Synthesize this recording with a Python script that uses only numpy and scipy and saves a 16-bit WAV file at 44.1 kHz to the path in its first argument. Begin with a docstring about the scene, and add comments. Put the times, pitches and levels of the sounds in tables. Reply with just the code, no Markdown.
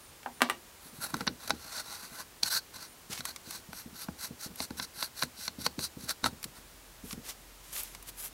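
"""A quiet small room, one microphone close to the hands: a small lens is screwed into a hollow plastic
camera body. First, a little farther off, a plastic part is set down and rings the table top. Then the
thread rasps in quick twists and clicks as it catches, ringing the shell, while fingers bump the body
and nails tick on its rim. At the end the hands slide over the case and pick it up.
Under it all lie steady hiss, a faint high whine now and then, and a low hum that rises late."""
import sys
import numpy as np
from scipy import signal
from scipy.fft import rfft, irfft, next_fast_len
from scipy.io import wavfile
from scipy.ndimage import uniform_filter1d, map_coordinates

SR = 44100
rng = np.random.default_rng(int(sys.argv[2]) if len(sys.argv) > 2 else 0)


def unload_wav(signal):
    """Save mono or channel-first audio to the path in sys.argv[1] as 16-bit WAV at rate SR, clipped to [-1, 1]."""
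    wavfile.write(
        sys.argv[1],
        SR,
        np.round(np.clip(np.atleast_2d(signal).T, -1, 1) * 32767).astype(np.int16),
    )


N = 367344

# twists of the lens, slow at first while the thread is sought: t/s, length/s, level/dB
TWISTS = [(0.822, 0.068, -49.5), (0.938, 0.057, -50), (1.017, 0.039, -33), (1.057, 0.016, -39.5),
          (1.085, 0.028, -44), (1.135, 0.098, -47), (1.408, .055, -45), (1.473, .01, -38),
          (1.551, 0.19, -47.5), (1.722, 0.089, -36.5), (1.858, 0.11, -41), (1.975, 0.099, -44),
          (2.101, 0.074, -46.5), (2.178, 0.041, -39), (2.448, 0.04, -32), (2.509, 0.044, -28),
          (2.549, .032, -25), (2.744, 0.024, -41), (2.786, 0.075, -44.5), (3.256, 0.054, -40),
          (3.474, 0.11, -42), (3.743, 0.077, -44), (3.962, 0.084, -41.5), (4.2, 0.07, -38),
          (4.407, 0.059, -39), (4.591, .058, -37), (4.775, 0.021, -39.5), (4.819, 0.026, -35.5),
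          (4.968, 0.091, -37), (5.175, 0.07, -37.5), (5.384, 0.093, -40.5), (5.596, .035, -40.5),
          (5.647, .02, -32.5), (5.806, 0.055, -32.5), (5.999, 0.062, -46), (6.09, 0.026, -30),
          (6.246, .03, -29.5), (6.554, 0.0348, -49.5)]
# the lens knocks and catches in its mount: t/s, level/dB, hollow low end/dB, treble/dB
CATCHES = [(1.1427, -28.5, 12.5, -4.5), (1.208, -34, 15.5, -7), (1.214, -39, 15, -18),
           (1.2695, -34, 12.5, -4), (1.277, -24, 2, -55), (1.4777, -38.5, 2, 2), (1.497, -35, 8, 3),
           (1.5063, -22.5, 3.5, -16), (2.4333, -21, -6.5, -11), (3.2071, -37.5, -4, -9),
           (3.7319, -40.5, 11, 0), (4.0864, -39.5, 21.5, -14), (4.604, -31.5, 6.5, -10),
           (4.707, -42.5, 15, -5), (4.7989, -31.5, 7.5, -24), (5.027, -28.5, -2.5, -23),
           (5.2248, -25.5, 2, -55), (5.234, -29.5, 11, 2), (5.48, -29.5, 1, -15), (5.6651, -23, 3.5, -11),
           (5.792, -35.5, 5, -4), (6.094, -30.5, -6, -8), (6.2426, -24, 10, -12), (6.261, -26, 9.5, -25)]


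def amp(db):
    """Decibels to gain."""
    return 10 ** (np.asarray(db) / 20)


def unit(x):
    """Scale to rms 1."""
    return x / np.sqrt(np.mean(x ** 2) + 1e-20)


def along(points, hz):
    """Read (f/Hz, value) points on a log frequency axis."""
    f, values = np.transpose(points)
    return np.interp(np.log(hz + 1), np.log(f), values)


def seconds(length):
    """A time axis."""
    return np.arange(int(length * SR)) / SR


def add(track, s, sound):
    """Mix a sound in from time s."""
    start = round(s * SR)
    part = sound[max(-start, 0):max(N - start, 0)]
    track[max(start, 0):][:len(part)] += part


def wobble(rate):
    """A smooth random curve, rate knots a second."""
    knots = rng.standard_normal(int(N * rate / SR) + 4)
    return map_coordinates(knots, [np.arange(N) * rate / SR])


def coloured(x, gain):
    """Minimum-phase filter whose gain is a function of frequency."""
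    size = 2 * next_fast_len(len(x) // 2 + 2048)
    hz = np.fft.rfftfreq(size, 1 / SR)
    cepstrum = irfft(np.log(np.maximum(gain(hz), 1e-6)))
    cepstrum[1:size // 2] *= 2
    cepstrum[size // 2 + 1:] = 0
    return irfft(rfft(x, size) * np.exp(rfft(cepstrum)))[:len(x)]


def resonances(modes, hz):
    """Gain of (f/Hz, width/Hz, level/dB) resonances whose powers add."""
    f = hz + 1
    return np.sqrt(sum(amp(db) ** 2 / (1 + ((f * f - c * c) / (f * w)) ** 2) for c, w, db in modes))


def sized(hit, db):
    """Give a hit the energy of 7 ms of sound at this level."""
    return amp(db) * hit / np.linalg.norm(hit) * np.sqrt(.007 * SR)


def room_tone():
    """Steady hiss, a low hum that rises late, and a faint whine that comes and goes."""
    # spectrum of the hiss: f/Hz, density/dB
    hiss_spectrum = [(12, -31), (20, -11), (66, 1.5), (196, -5.5), (342, -4.5), (549, -7), (667, -7),
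                     (811, -7), (958, -7), (2150, -10.5), (3260, -11.5), (8640, -13.5), (15500, -16)]
    # spells of the whine: start/s, end/s
    whine_spells = [(0, .11), (.32, .42), (.89, .93), (2.87, 2.94)]
    t = np.arange(N) / SR
    hiss = amp(-54) * unit(coloured(rng.standard_normal(N), lambda hz: amp(along(hiss_spectrum, hz))))
    hum_hz, hum_db = 44.5, np.interp(t, [5.9, 6.5, 8.2], [-76, -60, -55.5])
    hum = amp(hum_db + 1.4 * wobble(6)) * np.sin(2 * np.pi * hum_hz * t + .4 * wobble(7))
    gate = sum((t > start) & (t < end) for start, end in whine_spells)
    whine = unit(coloured(rng.standard_normal(N), lambda hz: resonances([(9496, 260, 0)], hz) ** 2))
    return hiss + hum + uniform_filter1d(amp(-62) * gate, size=1200) * whine


def blow(t, chatter_t60, chatter_db, ring_t60, ring_db):
    """One sharp contact, a burst of chatter and a diffuse ring."""
    burst = lambda t60: unit(rng.standard_normal(len(t)) * amp(-60 * t / t60))
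    return unit(1.0 * (t == 0)) + amp(chatter_db) * burst(chatter_t60) + amp(ring_db) * burst(ring_t60)


def table_knocks():
    """A part knocks on the table top, which rings briefly and hums on in its two lowest modes."""
    # contacts as the part is set down: t/s, level/dB, treble/dB
    knocks = [(0.2318, -50.5, 4), (.2609, -32, -25), (0.407, -33.5, -7.5), (0.4112, -38, -12),
              (.415, -40, -9), (0.4191, -17, 1), (0.4892, -40, -15), (0.4989, -24, -2)]
    # modes of the table top: f/Hz, width/Hz, level/dB
    top_modes = [(244, 27, -4), (350, 52, -10), (520, 58, -13), (720, 111, -8.5), (920, 190, -6),
                 (1160, 130, 0), (1552, 190, -2.5), (1770, 190, -12), (1910, 150, -6), (2270, 150, -7.5),
                 (2730, 210, -6), (3380, 540, -15.5), (3970, 1100, -18.5), (5640, 470, -18.5),
                 (8400, 1100, -18), (11000, 1300, -19.5), (13500, 2500, -27)]
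    out, t = np.zeros(N), seconds(.25)
    board = sum(amp(level) * np.sin(2 * np.pi * hz * t) for hz, _, level in top_modes[:2])
    for s, db, treble_db in knocks:
        knock = blow(t, chatter_t60=0.012, chatter_db=-3, ring_t60=0.06, ring_db=-2.5)
        hardness = [(110, -23), (220, 4), (800, 3), (7000, treble_db)]
        ring = coloured(knock, lambda hz: resonances(top_modes, hz) * amp(along(hardness, hz)))
        add(out, s, sized(ring, db))
        add(out, s, amp(db - 20.5) * board * amp(-60 * t / 0.36))
    return out


def tilt(hz, low_db, treble_db):
    """Firm contact brings out the low end, light contact the treble."""
    return amp(along([(1500, low_db), (4000, 0.0026), (6000, 0), (11000, treble_db)], hz))


def shell(hz, s):
    """Gain of the plastic's modes at time s; sound passes mount and body, so their skirts are steep."""
    # modes of the lens mount and body: f/Hz, width/Hz, level/dB
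    modes = [(495, 77, -10.5), (645, 114, -6.5), (828, 48, -1.5), (1032, 307, -2), (1378, 170, -1.5),
             (1512, 118, -1.5), (1630, 300, -8), (2025, 260, -9.5), (2675, 900, -10.5), (3744, 850, -8),
             (3980, 123, 1), (4317, 350, 0.5), (4750, 330, -0.5), (5490, 810, -3.5), (6270, 2500, -7.5),
             (7670, 200, -6), (8290, 330, -9), (9200, 1170, -7.5), (10300, 720, -11), (11310, 1220, -6),
             (12720, 3000, -14.5)]
    # the ring shifts with the lens's seat and the grip: t/s, pitch ratio
    seat = [(1.0, 0.98), (2.0, 0.99), (2.55, 1.016), (3.2, 0.99), (3.7, 1.015), (5.0, 1.003), (6.1, 0.99),
            (6.26, 0.95)]
    f = (hz + 1) / np.interp(s, *np.transpose(seat))
    grip_db = rng.normal(0, 1.6, len(modes))  # every grip damps the modes a little differently
    peak_power = sum((amp(db + grip) / (1 + ((f * f - c * c) / (f * w)) ** 2)) ** 2
                     for (c, w, db), grip in zip(modes, grip_db))
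    valleys = amp(-16.5) * f / (f + 200)
    table_reflection = .22 * np.exp(-2j * np.pi * hz * .00049)  # 0.49 ms behind the direct sound
    return np.sqrt(peak_power + valleys ** 2) * np.abs(1 + table_reflection)


def stroke(s, length):
    """Speed curve of a stroke that sets in, swells, sags and is let go, and the time it begins."""
    attack, release = .011 + .26 * length, .013 + .14 * length  # s to rise or fall by 20 dB
    t = seconds(length + 2 * (attack + release)) - 2 * attack
    outside = np.maximum(np.maximum(-t / attack, (t - length) / release), 0)
    arch_db = np.interp(t / length, [0, .71, 1], [-7.5, 0, -6.5])
    return amp(arch_db - 20 * outside ** 1.5), s - 2 * attack


def friction(count, slips_per_s, grain_db):
    """Tiny random slips on a bed of smooth hiss."""
    slips = (rng.random(count) < slips_per_s / SR) * rng.standard_normal(count)
    return rng.standard_normal(count) + amp(grain_db) * unit(slips)


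def thread_rasp():
    """Each twist drags the thread over its seat; it grips and slips unevenly and rings the shell."""
    # colour of the rasp as the lens sinks into the mount: t/s, low end/dB, treble/dB
    rasp_colour = [(1.03, 5, 8), (1.17, 8.5, 1.5), (1.76, 3, 0), (2.19, 6, 2.5), (2.55, -2.5, 5),
                   (2.82, 1, -2), (4.0, -1, 2.5), (5.2, -1.5, 1.5), (5.84, -9.5, 0.5), (6.26, 6.5, 2.5)]
    # two modes of the mount that sing out under the rasp: f/Hz, width/Hz, level/dB
    singing_modes = [(1470, 200, -2), (4400, 650, -5.5)]
    out = np.zeros(N)
    bite = amp(1.6 * wobble(150) + 0.67 * wobble(700))
    times, lows, trebles = np.transpose(rasp_colour)
    usual_db = -37.5
    for s, length, db in TWISTS:
        speed, begin = stroke(s, length)
        middle = s + length / 2
        effort_db = db - usual_db  # a harder twist sings more and loses treble
        low_db = np.interp(middle, times, lows)
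        treble_db = np.interp(middle, times, trebles) - 0.11 * effort_db
        singing = lambda hz: np.hypot(1, amp(1.09 * effort_db) * resonances(singing_modes, hz))
        drag = friction(len(speed), slips_per_s=1200, grain_db=-5)
        drag *= bite[round(begin * SR):][:len(speed)]
        rasp = coloured(drag, lambda hz: shell(hz, middle) * singing(hz) * tilt(hz, low_db, treble_db))
        add(out, begin, amp(db) * speed * unit(rasp))
    return out


def body_bumps():
    """Fingers and the catching thread bump the hollow body: a low pulse, a shudder, a table thud."""
    # low bumps of the hollow body, from fingers or from the thread catching: t/s, level/dB, f/Hz
    low_bumps = [(.928, -45, 240), (.985, -40, 188), (1.136, -30, 290), (1.165, -36, 288),
                 (1.274, -28.5, 216), (1.309, -36, 207), (1.533, -35.5, 278), (3.099, -37.5, 200),
                 (3.193, -40, 187), (3.474, -42, 200), (3.688, -41.5, 186), (3.859, -38.5, 248),
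                 (3.928, -41.5, 237), (4.086, -37, 244), (4.307, -37, 200), (4.46, -37.5, 216),
                 (4.504, -40.5, 180), (4.603, -38, 235), (4.706, -33.5, 245), (5.585, -31.5, 235),
                 (5.781, -29.5, 267), (5.969, -36.5, 186), (6.035, -37, 209), (6.232, -31.5, 238),
                 (6.326, -39, 200), (6.452, -39.5, 211), (7.037, -36.5, 234), (7.13, -34.5, 180),
                 (7.175, -34.5, 200)]
    # low modes of the hand-held case: f/Hz, width/Hz, level/dB
    case_modes = [(137, 48, -2), (200, 12, -5), (248, 14, 3.5), (325, 27, -4), (478, 78, -7.5)]
    # a jolt at each catch and a nudge somewhere in each twist: t/s, level/dB, f/Hz
    jolts = [(s, db + low_db - 16, 235) for s, db, low_db, _ in CATCHES]
    nudges = [(s + length * rng.random(), rng.normal(-49, 1), 200) for s, length, _ in TWISTS]
    lead_s = .012
    out, t = np.zeros(N), seconds(.2) - lead_s
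    case = lambda hz: resonances(case_modes, hz) / (1 + (hz / 700) ** 2)
    onset = np.clip(t / 0.0047, 0, 1)
    thud = np.sin(2 * np.pi * 75 * t) * amp(-60 * t / 0.37)
    for s, db, hz in list(low_bumps) + jolts + nudges:
        push = np.exp(-((t - .004) / 0.0034) ** 2) * np.sin(2 * np.pi * (hz * t + rng.random()))
        shudder = unit(coloured(rng.standard_normal(len(t)), case)) * amp(-60 * t / 0.18)
        bump = 0.94 * push + (amp(-8) * shudder + amp(-17) * thud) * onset
        add(out, s - lead_s, amp(db) * bump)
    return out


def catch_clicks():
    """The thread creeps for an instant, then lets go; the snap rings the shell and the case panels."""
    # broad panels, shaken by a jolt but hardly by rubbing: f/Hz, width/Hz, level/dB
    panels = [(670, 140, -16), (3340, 3200, -21.5)]
    creep_s = .01
    out, t = np.zeros(N), seconds(.08)
    until_snap = seconds(creep_s)[::-1]
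    for s, db, low_db, treble_db in CATCHES:
        snap = blow(t, chatter_t60=0.014, chatter_db=0.5, ring_t60=0.048, ring_db=-8.5)
        creep = amp(15) * rng.standard_normal(len(until_snap)) * amp(-60 * until_snap / 0.013)
        # a dull catch already loses some treble just above the mount's main ring
        softness = [(4400, 0), (6500, 0.18 * treble_db), (11000, 0)]
        contact = lambda hz: tilt(hz, low_db, treble_db) * amp(along(softness, hz))
        ring = lambda hz: (shell(hz, s) + resonances(panels, hz)) * contact(hz)
        click = coloured(np.concatenate([creep, snap]), ring)
        add(out, s - creep_s, sized(click, db))
    return out


def nail_ticks():
    """Fingernails flick the outer rim: dry, with none of the hollow ring."""
    # nail contacts: t/s, level/dB, treble/dB
    flicks = [(1.167, -43.5, 7), (3.176, -41, -19), (3.2531, -31.5, 8.5), (3.3611, -40, -2),
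              (3.508, -38, 12.5), (4.558, -44, 15), (6.429, -40.5, 10), (6.4412, -33.5, 9),
              (7.1084, -40.5, -15), (7.128, -38.5, 5), (7.763, -39, -3), (7.833, -35.5, 34),
              (7.9487, -43, 2), (8.026, -47, 16)]
    # broad modes of the rim: f/Hz, width/Hz, level/dB
    rim_modes = [(1126, 310, 4), (2190, 740, 4), (3000, 810, -15), (4180, 1900, 0.5), (5750, 1500, 0.5),
                 (8840, 2900, -5.5), (12800, 4300, -18)]
    out, t = np.zeros(N), seconds(.05)
    for s, db, treble_db in flicks:
        flick = rng.standard_normal(len(t)) * (1 - np.exp(-t / 0.00022)) * amp(-60 * t / 0.025)
        tick = coloured(flick, lambda hz: resonances(rim_modes, hz) * tilt(hz, 0, treble_db))
        add(out, s, sized(tick, db))
    return out


def hand_slides():
    """Dry skin hisses over the plastic without ringing it."""
    # slides on the lens barrel and the case: t/s, length/s, level/dB, treble/dB
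    slides = [(3.111, 0.033, -35.5, -3), (3.15, .05, -41, -2), (7.053, 0.079, -45, 5.5),
              (7.254, 0.065, -39.5, -0.5), (7.658, 0.27, -48, 2), (7.738, 0.074, -35.5, 7.5),
              (8.073, 0.027, -42, 5), (8.187, 0.088, -37.5, 9.5)]
    # spectrum of skin on plastic: f/Hz, density/dB
    skin = [(100, -13), (400, -5), (2000, -1.5), (4200, -0.5), (6000, 0), (9000, -2.5), (12000, -1.5),
            (15500, -10.5)]
    out = np.zeros(N)
    for s, length, db, treble_db in slides:
        speed, begin = stroke(s, length)
        rub = friction(len(speed), slips_per_s=790, grain_db=-5)
        hiss = coloured(rub, lambda hz: amp(along(skin, hz)) * tilt(hz, 0, treble_db))
        add(out, begin, amp(db) * speed * unit(hiss))
    return out * amp(1.8 * wobble(90))


def room(x):
    """The small room's tail, 4 ms behind the direct sound and longest in the bass."""
    # reverberation time: f/Hz, t60/s
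    decay = [(200, 0.38), (1500, 0.12), (5000, 0.2), (14000, 0.039)]
    hz, t, noise = signal.stft(rng.standard_normal(SR // 2), SR, nperseg=256)
    _, tail = signal.istft(noise * amp(-60 * t / along(decay, hz)[:, None]), SR, nperseg=256)
    tail = np.pad(tail, (round(.004 * SR), 0))
    return signal.fftconvolve(x, tail / np.linalg.norm(tail))[:N]


def scene():
    """The camera is handled close to the microphone; the table knocks are farther off and wetter."""
    near = thread_rasp() + hand_slides() + catch_clicks() + nail_ticks() + body_bumps()
    far = table_knocks()
    return (near + far + amp(-24) * room(near) + amp(-10.5) * room(far) + room_tone())[None]


def record(dry):
    """The mono microphone channel passes nothing above its band limit."""
    top_hz = 15800
    size = next_fast_len(N + SR // 2)
    passband = np.fft.rfftfreq(size, 1 / SR) < top_hz
    return irfft(rfft(dry, size) * passband, size)[:, :N]


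dry = scene()
out = record(dry)
unload_wav(out)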